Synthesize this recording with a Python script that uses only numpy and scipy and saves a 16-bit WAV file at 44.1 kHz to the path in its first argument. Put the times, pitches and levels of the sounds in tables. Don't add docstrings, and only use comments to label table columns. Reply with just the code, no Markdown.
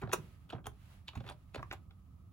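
import sys
import numpy as np
from scipy import signal
from scipy.fft import rfft, irfft, next_fast_len
from scipy.io import wavfile
from scipy.ndimage import uniform_filter1d, map_coordinates

SR = 44100
rng = np.random.default_rng(int(sys.argv[2]) if len(sys.argv) > 2 else 0)


def wrap_up_sound(samples):
    columns = np.atleast_2d(samples).T
    tamed = np.clip(columns, -1, 1)
    steps = np.round(tamed * 32767).astype(np.int16)
    wavfile.write(sys.argv[1], SR, steps)


def natural_amplitude(level_db):
    exponent = np.asarray(level_db, float) / 20
    return 10 ** exponent


N = 102664


def unit(x):
    return x / np.sqrt(np.mean(x ** 2) + 1e-20)


def along(points, hz):
    f, value = np.transpose(points)
    return np.interp(np.log(hz + 1), np.log(f + 1), value)


def wobble(rate):
    knots = rng.standard_normal(int(N * rate / SR) + 4)
    return map_coordinates(knots, [np.arange(N) * rate / SR])


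def filtered(x, response):
    n = x.shape[-1]
    m = next_fast_len(n + min(n, SR // 2))
    return irfft(rfft(x, m) * response(np.fft.rfftfreq(m, 1 / SR)), m)[..., :n]


def body(modes, shift=1, change_db=0, top_hz=30000, foot_hz=1):
    center, width, db = np.transpose(modes)[:, :, None]
    sign = (-1) ** np.arange(len(center))[:, None]
    gain = natural_amplitude(db + np.reshape(change_db, (-1, 1))) * sign
    center = center * np.reshape(shift, (-1, 1))

    def response(f):
        ring = gain * 1j * f * width / (center * center - f * f + 1j * f * abs(width))
        dull = 1 / (1 + 1j * f / top_hz) ** 3
        thin = (f / (f - 1j * foot_hz)) ** 3
        return ring.sum(0) * dull * thin
    return response


def rush(spectrum, alike):
    def response(hz):
        turn = np.arccos(np.clip(along(alike, hz), -1, 1)) / 2
        return natural_amplitude(along(spectrum, hz)) * [np.cos(turn), np.sin(turn)]
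    mid, side = filtered(rng.standard_normal((2, N)), response)
    return unit(np.array([mid + side, mid - side]))


def add(track, s, sound):
    track[round(s * SR):][:len(sound)] += sound


def knocks(rows):
    out, t = np.zeros(N + SR), np.arange(SR // 3) / SR
    for s, db, hz, t60 in rows:
        start = 1 - np.exp(-t * hz * 2)
        add(out, s, -natural_amplitude(db - 60 * t / t60) * np.sin(2 * np.pi * hz * t) * start)
    return out[:N]


# (pitch [Hz], level [dB per Hz])
AIR = [(12, -40.5), (20, -8.5), (75, -0.5), (145, -8.5), (188, -11), (225, -21.5), (274, -19.5), (387, -34),
       (1000, -41), (1300, -33.5), (2200, -120)]
# (pitch [Hz], level [dB per Hz])
HISS = [(410, -40), (700, -10), (737, -21.5), (1280, -7.5), (1450, -35.5), (13300, -27), (15800, -24.5)]
# (pitch [Hz], level [dB], unsteadiness [Hz])
WHINE = [(1271, -86, 14), (772, -98, 5.5)]
# (pitch [Hz], likeness [0-1])
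ALIKE = [(60, 1), (250, 0.7), (700, 0.4), (3000, .02)]


def quiet_room():
    air_db, hiss_db, whine_sway_db = -55.5, -79.5, 2.5
    t = np.arange(N) / SR
    rumble = natural_amplitude(air_db + 1.5 * wobble(11.0)) * rush(AIR, ALIKE)
    hiss = natural_amplitude(hiss_db) * rush(HISS, ALIKE)
    fan = np.zeros(N)
    for hz, db, width in WHINE:
        turns = hz * t + np.cumsum(wobble(25.55)) * width / SR
        fan += natural_amplitude(db + whine_sway_db * wobble(8.0)) * np.sin(2 * np.pi * turns)
    return rumble + hiss + fan


# (time [s], level [dB])
SLIDE = [(0.0, -76), (0.07, -86.5), (0.238, -76), (0.63, -94), (0.74, -85.5), (0.918, -74), (1.04, -86.5),
         (1.13, -84.5), (1.27, -82), (1.36, -87.5), (1.71, -83), (1.87, -89.5), (2.32, -89)]
# (pitch [Hz], level [dB per Hz])
SKIN = [(290, -18.5), (500, -14.5), (611, -9.5), (2760, -12.5), (6180, -23.5), (9240, -21.5), (10800, -22),
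        (12500, -24), (15500, -24.5)]


def slide():
    slide_db, grain_db = 9, 1.2
    s, db = np.transpose(SLIDE)
    level = np.interp(np.arange(N) / SR, s, db)
    above = np.sqrt(np.clip(natural_amplitude(2 * level) - natural_amplitude(2 * db.min()), 0, None))
    grain = natural_amplitude(slide_db + grain_db * wobble(39.6))
    return above * grain * rush(SKIN, [(500, 0.27), (3000, 0.055)])


# (time [s], level [dB], pitch [Hz], time to fall 60 dB [s])
TICKS = [(.0155, -46, 2360, 0.016), (.0222, -52, 1180, 0.0047), (.1175, -31.5, 1800, 0.0085),
         (.1297, -25.5, 985, 0.014), (.1345, -24, 1424, 0.024), (.139, -23.5, 1455, 0.0091),
         (.5005, -39, 2860, 0.014), (.5012, -51, 3450, 0.022), (.506, -38.5, 1400, 0.01),
         (.5255, -47.5, 3300, 0.027), (.5305, -31.5, 735, 0.024), (.6435, -58, 3210, 0.061),
         (.6582, -40, 920, 0.015), (.6675, -42.5, 3220, 0.019), (.6676, -33.5, 9330, 0.0062),
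         (1.0822, -28.5, 3290, 0.0054), (1.0821, -34.5, 3930, 0.0058), (1.0838, -32.5, 2880, 0.0051),
         (1.088, -46.5, 2950, 0.035), (1.0882, -41, 944, 0.018), (1.159, -41, 1050, 0.016),
         (1.2895, -37.5, 3390, 0.0085), (1.299, -36.5, 1240, 0.013), (1.5605, -44, 4300, 0.013),
         (1.2985, -41, 8700, 0.009), (1.629, -25.5, 1116, 0.0092), (1.629, -36, 1630, 0.01),
         (1.7147, -18.5, 1800, 0.0017), (1.7284, -21.5, 860, 0.0037), (1.909, -62, 3400, 0.03)]


def ticks():
    return knocks(TICKS)


# (time [s], cap level [dB], case over cap [dB], stem fizz over cap [dB], rattle
# length [s])
CONTACTS = [(0.0169, -56.5, 8.5, -3, 0.0054), (0.0204, -53.5, 15, -33, 0.014),
            (0.0353, -55.5, 14.5, -27, 0.0019), (0.0496, -71, 22, -47, 0.01),
            (0.074, -58, 13, -43.5, 0.0043), (0.092, -56, 11, -24, 0.011),
            (0.116, -47.5, -7.5, -30.5, 0.0018), (0.1306, -32.5, 3.5, 1.5, 0.0016),
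            (0.1326, -32.5, 1.5, 5.5, 0.0051), (0.14, -39.5, 2.5, 2, 0.0069),
            (0.492, -59.5, -1, -7.5, 0.0066), (0.5025, -49, -1.5, -11.5, 0.006),
            (0.523, -52.5, 2, -15, 0.012), (0.5332, -52.5, 6, -27, 0.0022), (0.55, -61, 11.5, -17, 0.0037),
            (0.562, -68.5, 15.5, -30, 0.0038), (0.581, -66.5, 16.5, -22.5, 0.01),
            (0.642, -62.5, 3, -14, 0.006), (0.657, -48.5, 0, -13, 0.0033), (0.6676, -46, 8, 3.5, 0.0016),
            (0.671, -63, 12, -2.5, 0.006), (1.0814, -42, -9.5, -17, 0.0018),
            (1.087, -43.5, -16, -23, 0.0026),
            (1.1319, -59.5, 4, -22.5, 0.0094), (1.1535, -52, 1.5, -5, 0.012), (1.1531, -53.5, 4.5, -25, 0.005),
         (1.1738, -52.5, 1.5, -9.5, 0.0063), (1.2042, -55, 9, -39, 0.0038), (1.2404, -61, 7.5, -37, 0.0052),
         (1.2504, -63, 10.5, -23, 0.0087), (1.264, -52, 2, -13, 0.0053), (1.275, -50, -1.5, -13, 0.012),
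         (1.289, -47, 0, -13, 0.0096), (1.2977, -50, 2.5, -10, 0.0023), (1.307, -58.5, 15, -15.5, 0.0052),
         (1.3208, -55, -7, -14, 0.004), (1.5454, -43.5, 3, -9.5, 0.0053), (1.5578, -42.5, 0, -11, 0.0021),
         (1.5755, -57.5, 8.5, -16, 0.009), (1.5935, -59.5, 15, -24, 0.0047),
         (1.6279, -53.5, 3.5, -6.5, 0.0016), (1.6514, -82, 7, -19, 0.0029),
         (1.712, -38.5, -2.5, -41, 0.0067), (1.7262, -50.5, 3, 5, 0.0073), (1.732, -49.5, 5.5, -11, 0.0035),
         (1.9083, -61.5, -1.5, -33, 0.0028)]
# (pitch [Hz], width [Hz], level [dB])
CAP = [(2580, 410, 5), (2940, 153, 5.5), (3450, 1000, 3), (4306, 1500, -7)]
# (pitch [Hz], width [Hz], level [dB])
CASE = [(398, 161, -7.5), (604, 48, -3), (783, 79, -4), (992, 90, -2), (1368, 600, -6)]
# (pitch [Hz], width [Hz], level [dB])
STEM = [(6125, 830, 4.5), (7010, 620, 6.5), (8480, 400, 3.5), (9700, 1100, -0.5), (11460, 740, 1),
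        (15700, 700, -1.5)]


def keys():
    key_spread, mode_spread_db = 0.027, 2
    spiky, rise_s = 2.25, 0.00017
    lead_s, lead_db, lead_room_s = 0.0033, -8, 0.025
    out, t = np.zeros(N + SR), np.arange(SR // 8) / SR - lead_room_s
    after = np.clip(t, 0, None)
    scrape = natural_amplitude(lead_db) * np.exp(-abs(t) / lead_s)
    for s, db, case_db, fizz_db, length in CONTACTS:
        noise = rng.standard_normal(len(t))
        landing = (1 - np.exp(-after / rise_s)) * np.exp(-after / max(length, 0.0005))
        rattle = np.sign(noise) * abs(noise) ** spiky * (landing + scrape)
        parts = [(CAP, 3, 5920, 1800),  # modes, level dB, dull above Hz, thin below Hz
                 (CASE, 4 + case_db, 1910, 1),
                 (STEM, 4.5 + fizz_db, SR, 4350)]
        for modes, level_db, top_hz, foot_hz in parts:
            shift, change = rng.standard_normal((2, len(modes)))
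            response = body(modes, 1 + key_spread * shift, mode_spread_db * change, top_hz, foot_hz)
            ring = filtered(rattle, response)
            add(out, s, natural_amplitude(db + level_db) * ring / abs(ring).max())
    return out[round(lead_room_s * SR):][:N]


# (time [s], level [dB], push pitch [Hz], time to fall 60 dB [s])
THUMPS = [(.027, -36, 277, 0.02), (0.038, -22, 118, 0.037), (.135, -26, 379, 0.043), (.141, -32, 406, 0.05),
          (.185, -37, 152, .08), (.5345, -37, 457, 0.042), (0.532, -33, 316, 0.029),
          (0.546, -26.5, 110.6, 0.045), (0.671, -44.5, 297, 0.034), (.674, -42.5, 400, 0.045),
          (0.678, -32, 96, 0.044), (1.168, -23.5, 98.9, 0.048), (1.172, -42.5, 264, 0.054),
          (1.206, -30.5, 132, 0.029), (1.258, -44, 93, 0.11), (1.303, -57, 326, 0.031),
          (1.563, -25, 464, 0.0097), (1.583, -29, 98.5, 0.056), (1.751, -36.5, 104, 0.057)]
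# (pitch [Hz], width [Hz], level [dB])
DESK = [(67.4, 19.5, -7.5), (104.4, 8.7, -8.5), (121, 5.3, -2.5), (200, 16, -24), (233, 37.5, 1.5),
        (312, 28, -40)]


def thumps():
    push = knocks(THUMPS)
    return push + natural_amplitude(4) * filtered(push, body(DESK))


# (pitch [Hz], time to fall 60 dB [s])
ROOM = [(150, 0.49), (500, 0.16), (1400, 0.16), (4000, 0.15), (10000, 0.12)]
# (pitch [Hz], weight)
SHARED = [(200, 0.78), (500, 0.11), (1100, 0.3), (2000, 0.059)]


def room(x):
    out, step = np.zeros((2, N + SR)), SR // 20
    delay = 150
    for start in range(0, N, step):
        hz, t, z = signal.stft(rng.standard_normal((2, SR // 3)), SR, nperseg=256)
        z = z + along(SHARED, hz)[:, None] * z.sum(0)
        fade = natural_amplitude(-60 * t / along(ROOM, hz)[:, None])
        tail = signal.istft(z * fade, SR, nperseg=256)[1]
        wet = signal.fftconvolve(x[None, start:start + step], tail / np.linalg.norm(tail[0]), axes=1)
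        out[:, start + delay:start + delay + wet.shape[1]] += wet
    return out[:, :N]


# (pitch [Hz], lead [radians])
LEAD = [(80, 0.31), (300, 0.83), (900, 0.87), (1400, 0.9), (2100, 1.7), (3100, 0.63), (4200, 1.81),
        (6300, 0.4)]


def direct(x):
    lag_s, reach_s = 0.00013, 1.6
    sides = np.array([[1], [-1]])
    first = filtered(x, lambda hz: np.exp(0.5j * along(LEAD, hz) * sides))
    later = filtered(x, lambda hz: np.exp(1j * np.pi * hz * lag_s * sides))
    return np.where(np.arange(N) < reach_s * SR, first, later)


def scene():
    background = quiet_room() + slide()
    clicks = ticks() + keys()
    thud = thumps()
    walls = natural_amplitude(-9) * room(clicks + natural_amplitude(-3.5) * thud)
    return background + direct(clicks + thud) + walls


# (pitch [Hz], left over right [dB])
PORTS = [(60, -4), (200, -3), (700, -1.5), (1300, -2), (4000, -1), (5500, -2), (6500, -1.5)]


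def microphone(dry):
    low_cut_hz, top_hz = 37, 16000

    def response(hz):
        balance = natural_amplitude(along(PORTS, hz) / 2 * [[1], [-1]])
        return balance / (1 + (hz / top_hz) ** 200) / (1 + (low_cut_hz / (hz + 1)) ** 4)
    return filtered(dry, response)


# (from [Hz], to [Hz], difference share [0-1])
STEERED = [(8100, 9150, .998), (10250, 11950, .002), (12500, 14300, .998), (15100, 17000, .002)]
STEER_FROM_HZ = 7600


def steer(hz):
    edge_width_hz = 70
    share = 0.5
    for lo, hi, target in STEERED:
        rise, fall = [0.5 + 0.5 * np.tanh((hz - edge) / edge_width_hz) for edge in (lo, hi)]
        share = share + (target - 0.5) * (rise - fall)
    return np.clip(share, 0, 1)


def treble(ports, grip):
    def response(hz):
        share = np.clip(0.5 + grip * (steer(hz) - 0.5), 0, 1)
        return 1 / (1 + (STEER_FROM_HZ / (hz + 1)) ** 60) * np.sqrt([1 - share, share])
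    mid, side = filtered(ports, response)
    side = np.roll(side, SR // 1000)
    return np.array([mid + side, mid - side])


def top_cut(x):
    return signal.sosfilt(signal.butter(12, 17100, fs=SR, output="sos"), x)


def record(dry):
    let_go_s, let_go_grip = 0.01, 0.75
    ports = microphone(dry)
    low = filtered(ports, lambda hz: 1 / (1 + (hz / STEER_FROM_HZ) ** 60))
    firm, loose = treble(ports, 1), treble(ports, let_go_grip)
    power = abs(uniform_filter1d((firm ** 2).mean(0), round(let_go_s * SR)))
    loosened = power ** 2 / (power ** 2 + natural_amplitude(-405.65))
    return top_cut(low + firm + loosened * (loose - firm))


dry = scene()
out = record(dry)
wrap_up_sound(out)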